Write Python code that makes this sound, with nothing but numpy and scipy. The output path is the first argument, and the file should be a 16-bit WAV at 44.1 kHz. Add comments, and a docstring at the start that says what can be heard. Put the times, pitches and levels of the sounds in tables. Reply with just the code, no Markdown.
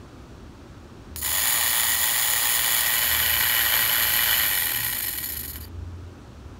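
"""Room noise is heard first, with low hums that come and go throughout. A spark cracks as a wire meets its terminal,
and a small motor on a hand-held wooden board runs up: two strip brushes scrape a split commutator and knock on
landing after each gap, exciting modes of strips, brackets and board, coloured by how the board is turned.
Power goes off; the rotor coasts against drag and friction, a brush drags once more, and the rotor sticks and
settles with a faint rub. Room noise and hums remain."""
import sys
import numpy as np
from scipy import signal
from scipy.fft import rfft, irfft
from scipy.io import wavfile

SR = 44100
rng = np.random.default_rng(int(sys.argv[2]) if len(sys.argv) > 2 else 0)


def materialize(psi):
    """Save the field psi as 16-bit PCM at rate SR to the path in sys.argv[1].

    A 1-D psi becomes a single channel; in a 2-D psi each row is a channel.
    """
    bounded = np.clip(np.atleast_2d(psi).T, -1, 1)
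    quanta = np.round(bounded * 32767).astype(np.int16)
    wavfile.write(sys.argv[1], SR, quanta)


def how_loud(loudness_db):
    """Turn decibels into a plain amplitude multiplier (0 dB gives 1, 20 dB gives 10)."""
    steps = np.asarray(loudness_db, float) / 20
    return 10 ** steps


N = 290696   # samples

# rotor under power: (time [s], speed [turns/s])
POWERED_SPEED = [(1.16, 5.853), (1.2, 8.881), (1.27, 35.297), (1.44, 57.363), (1.6, 58.837), (1.9, 57.611),
                 (2.5, 58.216), (3.0, 57.381), (4.38, 57.78)]
# how the board is held: (time [s], attitude [0 edge-on, 1 face-up, 2 tipped back])
HOLD = [(2.45, 0), (2.7, 0.15), (3.0, .67), (3.3, 0.9), (4.4, .9), (4.55, 2), (4.75, 1.6), (5.1, 1.85),
        (5.5, 1.3)]
# modes of brush strips and shaft brackets:
# (frequency [Hz], width of each of two passes [Hz], edge-on [dB], face-up [dB], tipped back [dB])
METAL_MODES = [(4267, 730, -10, -4.5, -5.5), (4940, 430, -8.5, -9, -13), (5257, 140, -10, -6, -4),
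               (6160, 900, -17, -15, -16), (6986, 640, -3.5, -5.5, -4.5), (8040, 900, -19, -14.5, -23),
               (8710, 870, -10.5, -10, -3.5), (9755, 780, -2.5, -4, -2.5), (10350, 370, -2, -6.5, -9),
               (10890, 360, -4, -1, 4), (11690, 400, -9.5, 5, 2.5), (12280, 550, -2.5, 2.5, 7),
               (12850, 800, -7, -0.5, -1.5), (13500, 600, -8.5, -1.5, -13), (14200, 800, -5.5, -2.5, -4),
               (15160, 820, -6, -6.5, -4.5), (15650, 700, -5, -7.5, -7)]
# modes of board and posts:
# (frequency [Hz], width of each of two passes [Hz], edge-on [dB], face-up [dB], tipped back [dB])
WOOD_MODES = [(653, 258, -14.5, -17, -18.5), (840, 200, -10, -15.5, -13.5), (997, 395, -9, -12.5, -12),
              (1200, 330, -12, -15, -19), (1530, 495, -11, -8, -10), (1888, 164, 0.5, -1.5, 1.5),
              (2162, 355, -9.5, -11, -10), (2338, 244, -10, -9, -6), (3011, 211, -4, -3, -4),
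              (3370, 370, -6, -11, -8.5), (3740, 1060, -12, -17, -13)]
# slow brushes, half a turn from knock through lift-off, gap and landing: (angle [turns], scrape [dB], rattle [dB])
SLOW_PASS = [(0, -1.5, 2), (.03, 0, 3), (.06, 3.5, 1.8), (.1, 3, 0.5), (.14, -1.5, -2), (.21, -1, 0),
             (.24, -11, -4.5), (.3, -13, -5), (.325, 1, 0), (.355, 3.5, 3), (.39, 1, 2.5)]
# smooth swings round the rotor, slow and fast: (cycles [per turn], depth [dB], angle of the peak [turns])
SLOW_SCRAPE_SWING = [(0.89, 1.3, 0.6)]
SLOW_RATTLE_SWING = [(1, 1.7, .45)]
FAST_SCRAPE_SWING = [(1, 0.32, .2), (2, 1.74, 0.44)]
FAST_RATTLE_SWING = [(1, 2.7, .2), (2, 3.5, .02), (4, 1.8, 0.94)]
# magnetic pull shaking the board twice a turn: (time [s], level [dB])
MAGNETIC_PULL = [(1.3, -68), (1.6, -60), (2.3, -59), (2.75, -47), (2.95, -53.5), (3.15, -45.5), (3.45, -46),
                 (3.65, -56), (3.85, -41), (4.1, -56), (4.4, -45.5), (4.65, -52), (4.9, -85)]
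# last drag of a brush before the rotor sticks: (time [s], level [dB])
LAST_DRAG = [(5.6, -78), (5.625, -56), (5.645, -42), (5.651, -51), (5.656, -85)]
# wire meets terminal: (time [s], peak of the direct crack [dB])
SPARK = [(1.1611, -12)]
# low hums that swell and fade: (time [s], length before the fall [s], from [Hz], to [Hz], level before waver [dB])
HUMS = [(1.074, 0.39, 76.2, 73.5, -43), (1.55, 0.51, 78.5, 77.8, -47.5), (3.03, 0.33, 73.5, 80.5, -41.5),
        (3.4, 0.24, 84, 92.3, -45.5), (3.95, 0.34, 86.6, 84, -47), (3.949, .55, 60, 54, -52),
        (4.675, 0.24, 117, 117, -44.5), (5.254, .38, 71, 79.7, -41.5), (5.45, 0.37, 63.8, 61.8, -44.5),
        (5.63, 0.46, 86.2, 87.4, -37.5), (6.4, .25, 85, 88.5, -44)]
# shape of the room noise spectrum: (frequency [Hz], relative density [dB])
ROOM_SPECTRUM = [(14, -50.5), (28, -26), (40, -6), (60, 4.5), (95, -2), (125, -1), (170, -11), (241, -4.5),
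                 (377, -9), (459, -16), (574, -16), (700, -19.5), (1300, -19), (2080, -30), (2500, -29),
                 (5530, -33.5), (9000, -42), (12500, -48.5), (16000, -49)]
# room noise: (time [s], level [dB])
ROOM_LEVEL = [(0, -41.5), (.5, -42.5), (1.1, -42), (1.6, -46), (3, -44.5), (4.5, -43), (5.5, -43.5),
              (6.1, -42.5), (6.59, -42.5)]
# dips of the microphone: (frequency [Hz], width [Hz], depth [dB])
MIC_DIPS = [(5000, 500, -3), (10550, 500, -6)]

START_S, POWER_OFF_S, STICK_S = 1.16, 4.377, 5.655
START_TURN, FULL_SPEED = .88, 58   # turns; turns/s
# drag time constant; speed below zero toward which dry friction pulls (turns/s);
# further loss at the moment of sticking (turns/s) and its time constant
COAST_S, FRICTION, GRIP, GRIP_S = 1.061, 14.124, 4.56, .137
# level at full speed, and its rise per tenfold speed
SCRAPE_DB, SCRAPE_DB_PER_DECADE = -22.5, 14.5
RATTLE_DB, RATTLE_DB_PER_DECADE, RATTLE_EDGE_ON_DB = -27, 28, -2.5
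SURGE_DB, SURGE_END_S = 2, 1.428   # harder brushing while the rotor gathers speed
# at a creep (below so many turns/s) the wood still judders and the hiss thins
CREEP_RATTLE_DB, CREEP_SCRAPE_LOSS_DB, CREEP_SPEED = -55.5, -1.5, 12.5
SETTLE_S, SETTLE_DB = .032, -55   # the stuck rotor settles with a faint rub
LAND_TURN, LATE_TURN = .315, .1   # where a slow brush lands, and how much later at full speed
# impulse gains, and their change at full speed
LANDING_DB, LANDING_FAST_DB = 23, -2.5
KNOCK_DB, KNOCK_FAST_DB, KNOCK_TURN = 25.5, -4, .03
THUD_SHARE, THUD_HZ = 1.13, 1300
THRICE_DB, THRICE_EDGE_ON_DB, THRICE_DB_PER_DECADE = -57, -12, 150   # shake three times a turn
DRAG_HZ, DRAG_WIDTH_HZ = 4650, 400   # width of each of two passes
HUM_RISE_S, HUM_FALL_S, HUM_WAVER_DB, HUM_WAVER_PER_S = .05, .08, 2.5, 9


def motor():
    """Modal excitation: scrape rings the metal, rattle the wood, impacts both, locked to the rotor's angle."""
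    speed = rotor_speed()
    turns = START_TURN + np.cumsum(speed) / SR
    hold, = in_time(HOLD)
    edge_on = np.clip(1 - hold, 0, 1)
    decades = np.log10(speed / FULL_SPEED + 1e-9)
    fast = np.clip(speed / FULL_SPEED, 0, 1) ** 1.5
    seated = turns - LATE_TURN * fast   # fast brushes skim the gaps and land late
    shared_db = bite(turns, passes=3.0, spread_db=1.0)
    scrape_db, rattle_db = contact_pattern(turns, seated, fast)
    scrape_gain = how_loud(scrape_db + shared_db + bite(turns, passes=11.0, spread_db=1.26))
    rattle_gain = how_loud(rattle_db + shared_db)
    landing = brush_landings(turns, seated, fast, shared_db)
    # alike thuds draw faint lines in the bass
    thud = THUD_SHARE * signal.lfilter(*signal.butter(2, THUD_HZ, fs=SR), landing)
    # above the bass no two landings are alike
    ticks = landing * how_loud(rng.normal(0, 1.0, size=(2, N))) * rng.choice([-1, 1], size=(2, N))
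    knocks = shaft_knocks(turns, fast)
    metal_drives, wood_drives = [], []
    for spot in range(2):
        scrape = rms_one(grit(9000, 2.34) * scrape_gain)
        metal_drives.append(scrape + .3 * ticks[spot] + .35 * knocks[spot])
    for spot in range(2):
        rattle = rms_one(grit(250 + 55 * speed, 3.04) * rattle_gain)
        wood_drives.append(rattle + thud + knocks[spot] + .86 * ticks[spot])
    metal = ring(metal_drives, METAL_MODES, hold)
    wood = ring(wood_drives, WOOD_MODES, hold)
    scrape_level, rattle_level = contact_levels(speed, decades, edge_on)
    return scrape_level * metal + rattle_level * wood + board_shake(turns, edge_on, decades) + last_drag()


def rotor_speed():
    """Rotational dynamics in turns per second: driven, then slowed by drag and dry friction, then stuck."""
    t = np.arange(N) / SR
    coasting = np.exp(-np.maximum(t - POWER_OFF_S, 0) / COAST_S)
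    # friction grips harder just before sticking
    gripping = GRIP * np.exp(np.minimum(t - STICK_S, 0) / GRIP_S)
    speed = (in_time(POWERED_SPEED)[0] + FRICTION) * coasting - FRICTION - gripping
    return speed * (t >= START_S) * (t < STICK_S)


def contact_levels(speed, decades, edge_on):
    """Sliding-contact noise: scrape and rattle levels grow as powers of speed."""
    t = np.arange(N) / SR
    surge_db = SURGE_DB * np.clip((SURGE_END_S - t) / .1, 0, 1)
    creeping = np.clip(2 - 2 * speed / CREEP_SPEED, 0, 1) * (t > POWER_OFF_S) * (speed > 0)
    settling = how_loud(SETTLE_DB) * (t >= STICK_S) * (t < STICK_S + SETTLE_S)
    scrape_db = SCRAPE_DB + surge_db + CREEP_SCRAPE_LOSS_DB * creeping + SCRAPE_DB_PER_DECADE * decades
    rattle_db = RATTLE_DB + surge_db + RATTLE_EDGE_ON_DB * edge_on + RATTLE_DB_PER_DECADE * decades
    return how_loud(scrape_db) + settling, how_loud(CREEP_RATTLE_DB) * creeping + how_loud(rattle_db) + settling


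def contact_pattern(turns, seated, fast):
    """Periodic modulation: brush contact varies with angle, in dB, blending from slow to fast patterns."""
    angle, *patterns = np.transpose(SLOW_PASS)
    scrape_slow, rattle_slow = (np.interp(seated % .5, angle, p, period=.5) for p in patterns)
    scrape_slow = scrape_slow + swing(turns, SLOW_SCRAPE_SWING)
    rattle_slow = rattle_slow + swing(turns, SLOW_RATTLE_SWING)
    scrape_db = scrape_slow * (1 - fast) + swing(turns, FAST_SCRAPE_SWING) * fast
    rattle_db = rattle_slow * (1 - fast) + swing(turns, FAST_RATTLE_SWING) * fast
    return scrape_db, rattle_db


def brush_landings(turns, seated, fast, shared_db):
    """Impulsive contact: a brush lands after each gap, twice a turn."""
    landing = half_turn_pulses(seated - LAND_TURN)
    # slow knocks stand out of the rubbing
    landing = landing * how_loud(LANDING_DB + LANDING_FAST_DB * fast)
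    return landing * how_loud(shared_db + (4 - 3 * fast) * np.sin(2 * np.pi * turns))


def shaft_knocks(turns, fast):
    """Impact across a clearance: the loose shaft strikes its bracket twice a turn, varied at two spots."""
    scatter_db = rng.normal(0, 3, size=(2, N))
    gain = how_loud(KNOCK_DB + KNOCK_FAST_DB * fast - 3 * np.cos(2 * np.pi * turns) + scatter_db)
    return half_turn_pulses(turns - KNOCK_TURN) * gain * rng.choice([-1, 1], size=(2, N))


def board_shake(turns, edge_on, decades):
    """Forced vibration: sines at two and three cycles a turn, the former from magnetic pull."""
    thrice_db = THRICE_DB + THRICE_EDGE_ON_DB * edge_on + THRICE_DB_PER_DECADE * decades
    twice = how_loud(in_time(MAGNETIC_PULL)[0]) * np.sin(4 * np.pi * turns)
    return np.sqrt(2) * (twice + how_loud(thrice_db) * np.sin(6 * np.pi * turns))


def last_drag():
    """Friction-driven resonance: a brief burst of grit rings a narrow band."""
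    once = resonance(grit(5000, 3.0), DRAG_HZ, DRAG_WIDTH_HZ)
    return how_loud(in_time(LAST_DRAG)[0]) * rms_one(resonance(once, DRAG_HZ, DRAG_WIDTH_HZ))


def ring(drives, modes, hold):
    """Modal superposition: steep resonances, neighbours rubbed at other spots, weighted by hold; rms near 1."""
    out, power = 0, 0
    for k, (hz, width, *levels_db) in enumerate(modes):
        gain = how_loud(np.interp(hold, range(3), levels_db))
        out = out + gain * resonance(resonance(drives[k % 2], hz, width), hz, width)
        power = power + gain ** 2 * np.pi * width / 2 / SR
    return out / np.sqrt(power)


def resonance(x, hz, width):
    """Damped oscillator: a two-pole band with gain 1 on top."""
    r = np.exp(-np.pi * width / SR)
    poles = [1, -2 * r * np.cos(2 * np.pi * hz / SR), r * r]
    return signal.lfilter([(1 - r * r) / 2, 0, (r * r - 1) / 2], poles, x)


def grit(per_s, spread_db):
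    """Shot noise: random clicks of widely spread size, larger where they are fewer; rms 1."""
    sizes = how_loud(spread_db * np.minimum(rng.exponential(1, N), 5)) * rng.choice([-1, 1], N)
    return rms_one(sizes * (rng.random(N) < per_s / SR) / np.sqrt(per_s))


def bite(cycles, passes, spread_db):
    """Random modulation: dB values, so many per turn or per second, joined by straight lines."""
    strengths = rng.normal(0, 1, size=4000)
    return spread_db * np.interp(cycles * passes, np.arange(4000), strengths)


def swing(turns, parts):
    """Fourier synthesis: a sum of cosines round the rotor, in dB."""
    return sum(depth_db * np.cos(2 * np.pi * count * (turns - peak)) for count, depth_db, peak in parts)


def half_turn_pulses(turns):
    """Angular sampling: a unit pulse at every half turn completed."""
    return np.diff(np.floor(2 * turns), prepend=9).clip(0, 1)   # the 9 prevents a pulse at the first sample


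def rms_one(x):
    """Power normalisation to rms 1."""
    return x / np.sqrt(np.mean(x ** 2) + 1e-20)


def in_time(rows):
    """Linear interpolation of a curve's columns at every sample."""
    s, *columns = np.transpose(rows)
    return [np.interp(np.arange(N) / SR, s, c) for c in columns]


def spark():
    """Electrical discharge: a high-passed noise crack decaying within about a millisecond."""
    (s, peak_db), = SPARK
    since = np.maximum(np.arange(N) / SR - s, 0)
    crack = rng.standard_normal(N) * (since > 0) * np.exp(-since / .0006)
    crack = signal.sosfilt(signal.butter(2, 800, "high", fs=SR, output="sos"), crack + 1e-18)
    return how_loud(peak_db) * crack / np.abs(crack).max()


def echoes(x, t60, wet_db, dull_hz):
    """Diffuse reverberation: a short, dull tail of dying noise from bench and walls."""
    t = np.arange(SR // 2) / SR
    tail = rng.standard_normal(len(t)) * how_loud(-60 * t / t60) * (t > .003)
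    tail = tail / np.sqrt(np.sum(tail ** 2))
    tail = signal.lfilter(*signal.butter(1, dull_hz, fs=SR), tail)
    return how_loud(wet_db) * signal.fftconvolve(x, tail)[:N]


def hums():
    """Frequency and amplitude modulation: gliding sines that rise, waver together in level and fade."""
    out, t = 0, np.arange(N) / SR
    waver_db = bite(t, passes=HUM_WAVER_PER_S, spread_db=HUM_WAVER_DB)
    for s, length, from_hz, to_hz, level_db in HUMS:
        hz = np.interp(t, [s, s + length], [from_hz, to_hz])
        rise, fall = (t - s) / HUM_RISE_S, (s + length - t) / HUM_FALL_S + 1
        fade = np.clip(np.minimum(rise, fall), 0, 1)
        tone = np.sin(2 * np.pi * np.cumsum(hz) / SR)
        out = out + np.sqrt(2) * fade * how_loud(level_db + waver_db) * tone
    return out


def room():
    """Spectral shaping: Gaussian noise of fixed colour and slowly changing level."""
    hz, density_db = np.transpose(ROOM_SPECTRUM)
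    log_hz = np.log(np.maximum(np.arange(N // 2 + 1) * SR / N, 1))
    spectrum = rfft(rng.standard_normal(N)) * how_loud(np.interp(log_hz, np.log(hz), density_db))
    return how_loud(in_time(ROOM_LEVEL)[0]) * rms_one(irfft(spectrum, N))


def scene():
    """Linear superposition: motor and spark with their echoes over hums and room."""
    near = motor() + spark()
    return (near + echoes(near, t60=0.11, wet_db=-11.0, dull_hz=5000) + hums() + room())[None]


def low_pass(x):
    """Removes everything above the highest recorded frequency."""
    return signal.sosfilt(signal.butter(12, 16810, fs=SR, output="sos"), x)


def record(dry):
    """Linear filtering: the microphone has two dips, and a steep low-pass cuts the top."""
    x = dry
    for hz, width, dip_db in MIC_DIPS:
        x = x - (1 - how_loud(dip_db)) * resonance(x, hz, width)
    # 15720 Hz edge, 0.5 dB ripple, 75 dB rejection
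    x = signal.sosfilt(signal.ellip(14, .5, 75, 15720, fs=SR, output="sos"), x)
    return low_pass(x)


dry = scene()
out = record(dry)
materialize(out)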